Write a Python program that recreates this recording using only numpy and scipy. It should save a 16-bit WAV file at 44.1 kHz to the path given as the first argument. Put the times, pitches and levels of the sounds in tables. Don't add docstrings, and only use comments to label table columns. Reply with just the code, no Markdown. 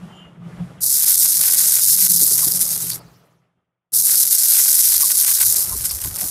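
import sys
import numpy as np
from scipy import signal
from scipy.fft import rfft, irfft, next_fast_len
from scipy.io import wavfile
from scipy.ndimage import uniform_filter1d, minimum_filter1d, map_coordinates

SR = 44100
rng = np.random.default_rng(int(sys.argv[2]) if len(sys.argv) > 2 else 0)


def makeup_ratio(level_db):
    decades = np.asarray(level_db, float) / 20
    return 10 ** decades


def file_out(sig):
    cols = np.atleast_2d(sig).T
    lim = np.clip(cols, -1, 1)
    pcm = np.round(lim * 32767).astype(np.int16)
    wavfile.write(sys.argv[1], SR, pcm)


N = 277830


def unit(x):
    return x / np.sqrt(np.mean(x ** 2) + 1e-20)


def seconds():
    return np.arange(N) / SR


def noise():
    return rng.standard_normal(N)


def wobble(rate):
    knots = rng.standard_normal(int(N * rate / SR) + 4)
    return map_coordinates(knots, [np.arange(N) * rate / SR])


def curves(*tables):
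    t, out = seconds(), -150
    for rows in tables:
        s, *columns = np.transpose(rows)
        out = np.maximum(out, [np.interp(t, s, c, left=-150, right=-150) for c in columns])
    return out


def peaks(s, db, fall, rise=None):
    coarse = np.arange(0, N, 64)
    away = coarse / SR - np.asarray(s)[:, None]
    drop = np.where(away > 0, fall * away, -(rise or fall) * away)
    power = np.sum(makeup_ratio(2 * (np.asarray(db)[:, None] - drop)), axis=0)
    return np.interp(np.arange(N), coarse, 10 * np.log10(power + 1e-30))


def filtered(x, response):
    m = next_fast_len(N + 8192)
    return irfft(rfft(x, m) * response(np.fft.rfftfreq(m, 1 / SR)), m)[:N]


def coloured(x, points):
    f, db = np.transpose(points)
    return filtered(x, lambda hz: makeup_ratio(np.interp(np.log(hz + 1), np.log(f + 1), db)))


def resonant(x, modes):
    def response(f):
        return sum(makeup_ratio(db) * 1j * f * w / (c * c - f * f + 1j * f * w) for c, w, db in modes)
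    return filtered(x, response)


def patchy(x, depth_db):
    z = signal.stft(x, nperseg=256)[2]
    field = uniform_filter1d(rng.standard_normal(z.shape), size=7, axis=0)
    field = uniform_filter1d(field, size=10, axis=1)
    return signal.istft(z * makeup_ratio(depth_db * unit(field)), nperseg=256)[1][:N]


def spits(rate, spread_db, clump):
    chance, size, sign = rng.random(N), rng.exponential(size=N), np.sign(noise())
    height = makeup_ratio(np.minimum(spread_db * size, 4 * spread_db))
    return unit((chance < rate / SR * clump) * sign * height)


def blobs(events, life, width, offset_db):
    out, t = np.zeros(N + SR), np.arange(SR // 8) / SR
    hz_axis = np.fft.rfftfreq(len(t), 1 / SR)
    swell = t / life * np.exp(1 - t / life)
    for s, db, hz in events:
        bell = 1 / (1 + ((hz_axis - hz) / (width * hz)) ** 2)
        band = irfft(rfft(rng.standard_normal(len(t))) * bell, len(t))
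        out[round(s * SR):][:len(t)] += makeup_ratio(db + offset_db) * unit(band) * swell
    return out[:N]


FADE_S, RETURN_S = 2.93, 3.915
FADE_DB_PER_S, FADE_DB_PER_S2 = 37, 6.5


def fade():
    t = seconds()
    back = np.clip(1 - (t - RETURN_S) / 0.012, 0, 1)
    since = np.clip(t - FADE_S, 0, RETURN_S - FADE_S) * back
    return -FADE_DB_PER_S * since - FADE_DB_PER_S2 * since ** 2


HUM_TONES = (171.8, 125.5)
# (time [s], level [dB])
HUM_LEVEL = [(0, -52), (.75, -57), (.93, -54.5), (1.9, -51.5), (2.3, -47.5), (2.95, -45.5), (3.95, -52.5),
             (4.4, -59.5), (6.3, -58)]
# (time [s], upper tone level [dB], lower tone level [dB])
HUM_SWELLS = [(.05, -37, -47), (.21, -44, -61), (.46, -33, -47), (.61, -32.5, -36), (.84, -57, -45),
              (1.39, -47, -50), (2.12, -33, -58), (2.44, -49, -46), (2.58, -41.5, -56),
              (2.88, -45.5, -47.5), (4.02, -52, -58.5), (4.26, -57, -60), (5.5, -51.5, -46),
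              (5.74, -43.5, -42), (5.88, -52, -45), (6.07, -46, -50), (6.25, -53, -53)]
SWELL_SLOPE_DB_PER_S, LOWER_DB = 95, -0.5


def hum():
    out, (s, *tops) = 0, np.transpose(HUM_SWELLS)
    for hz, top_db, under_db in zip(HUM_TONES, tops, (0, LOWER_DB)):
        steady_db = curves(HUM_LEVEL)[0] + under_db
        gain = np.hypot(makeup_ratio(steady_db), makeup_ratio(peaks(s, top_db, SWELL_SLOPE_DB_PER_S)))
        phase = 2 * np.pi * np.cumsum(hz * (1 + .03 * wobble(9))) / SR
        tone = np.sqrt(2) * np.sin(phase)
        band = [(hz, 45, 0)]
        halo = unit(resonant(resonant(noise(), band), band))
        out = out + gain * makeup_ratio(1.3 * wobble(17)) * (0.62 * tone + 0.7 * halo)
    return makeup_ratio(fade()) * out


# (time [s], level [dB])
BREEZE_LEVEL = [(0, -48.5), (.06, -47.5), (.39, -54), (.48, -48.5), (.65, -47), (.78, -49.5), (.94, -55),
                (1.44, -48.5), (1.72, -48), (1.94, -56), (2.42, -45.5), (2.92, -47), (3.92, -50),
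                (4.42, -53), (4.55, -49.5), (4.8, -52), (5.3, -52.5), (5.7, -42.5), (5.95, -49.5),
                (6.3, -45.5)]
# (time [s], level [dB])
MIC_GUSTS = [(.03, -54), (.6, -44), (.84, -49), (1.66, -53), (2.25, -48), (2.4, -46), (2.85, -52.5),
             (4.88, -46), (4.98, -46.5), (5.36, -51), (5.46, -41), (5.65, -43), (5.75, -29), (5.9, -48),
             (6.06, -29.5), (6.26, -42)]
# (frequency [Hz], relative level [dB])
WIND_SPECTRUM = [(15, -48), (25, -17), (59, 5), (110, -1.5), (140, -35), (240, -120)]
RUSTLE_SPECTRUM = [(140, -30.5), (230, -8), (370, -3.5), (480, -7), (599, -5.5), (1070, -10), (1270, -7),
                   (1580, -14), (1900, -14.5), (2200, -17), (3500, -21.5), (4550, -56), (7700, -120)]
HISS_SPECTRUM = [(1940, -29), (3300, -6.5), (3810, -2), (4510, -3), (11100, -7.5), (14300, -19),
                 (15600, -27.5)]
GUST_SLOPE_DB_PER_S, CALM_DB = 158.5, -13.5
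HISS_DB, HISS_SWINGS, TREBLE_FADES = -64.5, 2.3, 1.2


def surroundings():
    breeze_db, = curves(BREEZE_LEVEL)
    calm_db = breeze_db + CALM_DB + 3 * wobble(4)
    gust_db = peaks(*np.transpose(MIC_GUSTS), GUST_SLOPE_DB_PER_S)
    wind_gain = np.hypot(makeup_ratio(calm_db), makeup_ratio(gust_db))
    wind_lumps = makeup_ratio(1.9 * wobble(9.3) + 2.5 * wobble(30))
    wind = unit(wind_lumps * coloured(noise(), WIND_SPECTRUM))
    rustle_lumps = makeup_ratio(.8 * wobble(25) + 0.9 * wobble(5.7))
    rustle = unit(rustle_lumps * coloured(patchy(noise(), depth_db=2.0), RUSTLE_SPECTRUM))
    hiss = unit(coloured(noise(), HISS_SPECTRUM))
    hiss_db = HISS_DB + HISS_SWINGS * (breeze_db - breeze_db.mean()) + TREBLE_FADES * fade()
    return makeup_ratio(fade()) * (wind_gain * wind + makeup_ratio(breeze_db) * rustle) + makeup_ratio(hiss_db) * hiss


# (frequency [Hz], width [Hz], level [dB])
SQUEAK_RESONANCES = [(2863, 44, -4), (3060, 140, -7), (3370, 60, -21), (7030, 80, -13)]


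def squeak():
    lines = resonant(resonant(noise(), SQUEAK_RESONANCES), SQUEAK_RESONANCES)
    level_db = peaks([0.19], [-44], fall=192, rise=150)
    return makeup_ratio(level_db) * unit(lines)


# (time [s], arc level [dB], spatter relative to the arc [dB])
WELDS = [
    [(0.806, -31.5, -24), (0.83, -16.5, -22.5), (1.1, -12, -28), (1.5, -14.5, -28.5), (1.95, -12.5, -31.5),
     (2.33, -14, -34), (2.64, -19, -29), (2.9, -24.5, -23.5), (2.96, -28, -23.5), (2.995, -47, -30)],
    [(3.92, -41, -36), (3.94, -15, -19), (4.22, -14, -29), (4.8, -12.5, -28.5), (5.3, -14, -30.5),
     (5.43, -12.5, -25), (5.46, -13, -33), (5.62, -16, -32), (5.67, -24.5, -34), (6.3, -23.5, -31)],
]
# (time [s], change [dB], half length [s])
ARC_FLARES = [(2.22, 3.5, 0.026), (2.47, -2.5, 0.016), (2.621, 5.5, 0.021), (2.727, 0.5, 0.034),
              (2.903, 3.5, 0.018), (5.381, -5.5, .04), (5.857, 8.5, 0.018), (5.915, 8.5, 0.0085),
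              (5.961, -3, 0.073), (6.048, 4, 0.032), (6.105, -6.5, 0.08), (6.205, 1.5, 0.066)]


def strength():
    t = seconds()
    change_db = sum(db * np.clip(1 - np.abs(t - s) / half, 0, 1) for s, db, half in ARC_FLARES)
    return curves(*WELDS)[0] + change_db


# (frequency [Hz], relative level [dB])
SIZZLE_SPECTRUM = [(1940, -59), (2900, -31), (3400, -22), (3750, -12.5), (5140, -5), (7440, -4), (9780, 1),
                   (12900, 1), (14700, -6), (15600, -18.5)]
CRACKLE_SPECTRUM = [(410, -35.5), (700, -16.5), (1110, -5), (1320, -11), (1500, 2.5), (1700, -4),
                    (1960, 0.5), (2670, -3.5), (3500, -3), (4550, -22.5), (7700, -120)]
COLD_DB, WARM_S = -19.5, 0.3
FLURRY_DB, FLURRY_SLOPE_DB_PER_S = -16.5, 399.5
HOLLOW_HZ, HOLLOW_FOLLOWS = 4400, 0.41


def arc():
    sizzle_db, t = strength(), seconds()
    strikes = [weld[0][0] for weld in WELDS]
    cold = sum((t >= s) * np.clip(1 - (t - s) / WARM_S, 0, 1) for s in strikes)
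    spatter_db = np.maximum(curves(*WELDS)[1], -50) + COLD_DB * cold
    spark_s, spark_db = np.transpose(SPARK_SNAPS)
    flurry_db = peaks(spark_s, spark_db + FLURRY_DB, FLURRY_SLOPE_DB_PER_S)
    crackle_gain = np.hypot(makeup_ratio(sizzle_db + spatter_db + 1.3 * wobble(8)), makeup_ratio(flurry_db))

    flutter_db = 0.91 * wobble(25) + 2.4 * wobble(60) + 2.7 * wobble(300)
    flutter_db = -2.2 * np.logaddexp(0, (1.5 - flutter_db) / 2.0)
    bursts = spits(6000, spread_db=4.5, clump=makeup_ratio(1.4 * flutter_db))
    snaps = spits(250, spread_db=2.5, clump=makeup_ratio(1.2 * flutter_db))
    hiss = unit(makeup_ratio(flutter_db + 4.2 * wobble(1200)) * noise())

    sizzle = patchy(0.76 * hiss + 0.54 * bursts, depth_db=1.15) + 0.35 * snaps
    sizzle = unit(coloured(sizzle, SIZZLE_SPECTRUM))
    lower = filtered(sizzle, lambda hz: 1 / (1 + (hz / HOLLOW_HZ) ** 8))
    lower_gain = makeup_ratio(HOLLOW_FOLLOWS * (spatter_db - spatter_db.max()))
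    sizzle = sizzle + (lower_gain - 1) * lower

    crackle = patchy(.3 * hiss + 0.3 * bursts, depth_db=3.5) + 0.7 * snaps
    crackle = unit(coloured(crackle, CRACKLE_SPECTRUM))
    return makeup_ratio(sizzle_db) * sizzle + crackle_gain * crackle


# (time [s], level before the offset [dB], pitch [Hz])
FLAME_PUFFS = [(0.829, -34.5, 565), (1.519, -41, 402), (2.213, -23, 280), (2.311, -28.5, 358),
               (2.462, -29, 281), (2.612, -34, 234), (2.833, -35, 282), (5.742, -33.5, 294),
               (6.053, -26.5, 224), (6.23, -29, 224)]


def puffs():
    return blobs(FLAME_PUFFS, life=0.0091, width=0.42, offset_db=-8.0)


# (time [s], level before gain and resonances [dB])
SPARK_SNAPS = [(0.9158, -34), (0.9807, -30), (0.9956, -27), (1.0226, -36.5), (1.0375, -24), (1.0803, -23.5),
               (1.255, -20), (1.3972, -28), (1.4392, -19), (1.4554, -23), (1.496, -20.5), (1.5344, -28.5),
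               (1.5604, -26), (1.6039, -24.5), (1.6362, -25.5), (1.6926, -27), (1.7719, -26),
               (1.7892, -21.5), (1.884, -26.5), (1.9719, -37), (1.986, -23.5), (2.0682, -21.5),
               (2.1986, -30.5), (2.394, -21.5), (2.6135, -26.5), (2.831, -33.5), (4.0766, -30.5),
               (4.097, -22.5), (4.133, -25), (4.145, -23), (4.3365, -31), (4.4563, -28), (4.527, -21.5),
               (4.5486, -24), (4.57, -21.5), (4.595, -19.5), (4.6598, -21), (4.8444, -29.5),
               (4.8978, -26.5), (4.9237, -21), (4.9457, -21.5), (5.0075, -23.5), (5.025, -24.5),
               (5.1062, -18), (5.2175, -27.5), (5.251, -19), (5.2822, -17), (5.3158, -22), (5.3958, -28.5),
               (5.4111, -19), (5.4246, -19.5), (5.5517, -25), (5.626, -30), (5.671, -31), (5.8057, -30.5),
               (5.8442, -25), (5.8576, -25), (5.91, -26), (5.9903, -29.5), (6.0252, -27), (6.0417, -24),
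               (6.1135, -30), (6.1624, -37), (6.1783, -28), (6.195, -27), (6.2148, -26.5)]
EDGE_DB, EDGE_FOLLOWS = 6, .3


def sparks():
    s, db = np.transpose(SPARK_SNAPS)
    at, sign = np.round(s * SR).astype(int), np.sign(rng.standard_normal(len(s)))
    low, high = [(2000, 7200, 0.0088)], [(9500, 8400, 0.0023)]  # Hz, width Hz, dB
    edge_db = strength()[at] + EDGE_DB + EDGE_FOLLOWS * (db - db.mean())
    body = resonant(resonant(np.bincount(at, sign * makeup_ratio(db + 18), N), low), low)
    edge = resonant(resonant(np.bincount(at, sign * makeup_ratio(edge_db), N), high), high)
    return body + edge


# (time [s], level before the offset [dB], pitch [Hz])
POOL_SPUTTERS = [(2.004, -43, 736), (2.419, -33.5, 1060), (2.918, -42, 1030), (2.91, -24, 4600),
                 (5.026, -29.5, 1010), (5.119, -43, 1180), (5.299, -39, 1120), (5.422, -36, 1140),
                 (5.718, -32.5, 1030), (5.895, -23.5, 5100), (5.907, -40, 1010), (6.04, -38, 1030),
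                 (6.214, -34, 730)]


def sputters():
    return blobs(POOL_SPUTTERS, life=0.0085, width=0.12, offset_db=-4.5)


# (frequency [Hz], relative level [dB])
FIZZ_SPECTRUM = [(2350, -36), (4000, -2.5), (5500, -2), (7440, -8), (13700, -9), (15600, -11.5)]
COOL_DB, COOL_DB_PER_S, COOL_LASTS_S = -57.5, 29, 0.45


def cooling():
    since = seconds() - WELDS[0][-1][0]
    give_out_db = 20 * np.clip(since / COOL_LASTS_S, 0, 2) ** 4
    level_db = COOL_DB - COOL_DB_PER_S * since - give_out_db
    fizz = unit(coloured(patchy(noise(), depth_db=4.5), FIZZ_SPECTRUM))
    return (since > -.05) * makeup_ratio(level_db) * fizz


def scene():
    background = hum() + surroundings() + squeak()
    weld = arc() + puffs() + sparks() + sputters() + cooling()
    return (background + weld)[None]


def band_limit(x):
    return signal.sosfilt(signal.butter(12, 15780, fs=SR, output="sos"), x)


CEILING, LIMIT_S, TOP_HZ = 1.03, .0005, 15740


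def record(dry):
    span = round(LIMIT_S * SR)
    need = np.minimum(1, CEILING / (np.abs(dry[0]) + 1e-9))
    gain = uniform_filter1d(minimum_filter1d(need, size=2 * span + 1), size=span)

    def treble_edge(hz):
        return np.cos(np.pi / 2 * np.clip((hz - TOP_HZ) / 80 + .5, 0, 1)) ** 2
    mix = filtered(dry[0] * gain, treble_edge)[None]
    return band_limit(mix)


dry = scene()
out = record(dry)
file_out(out)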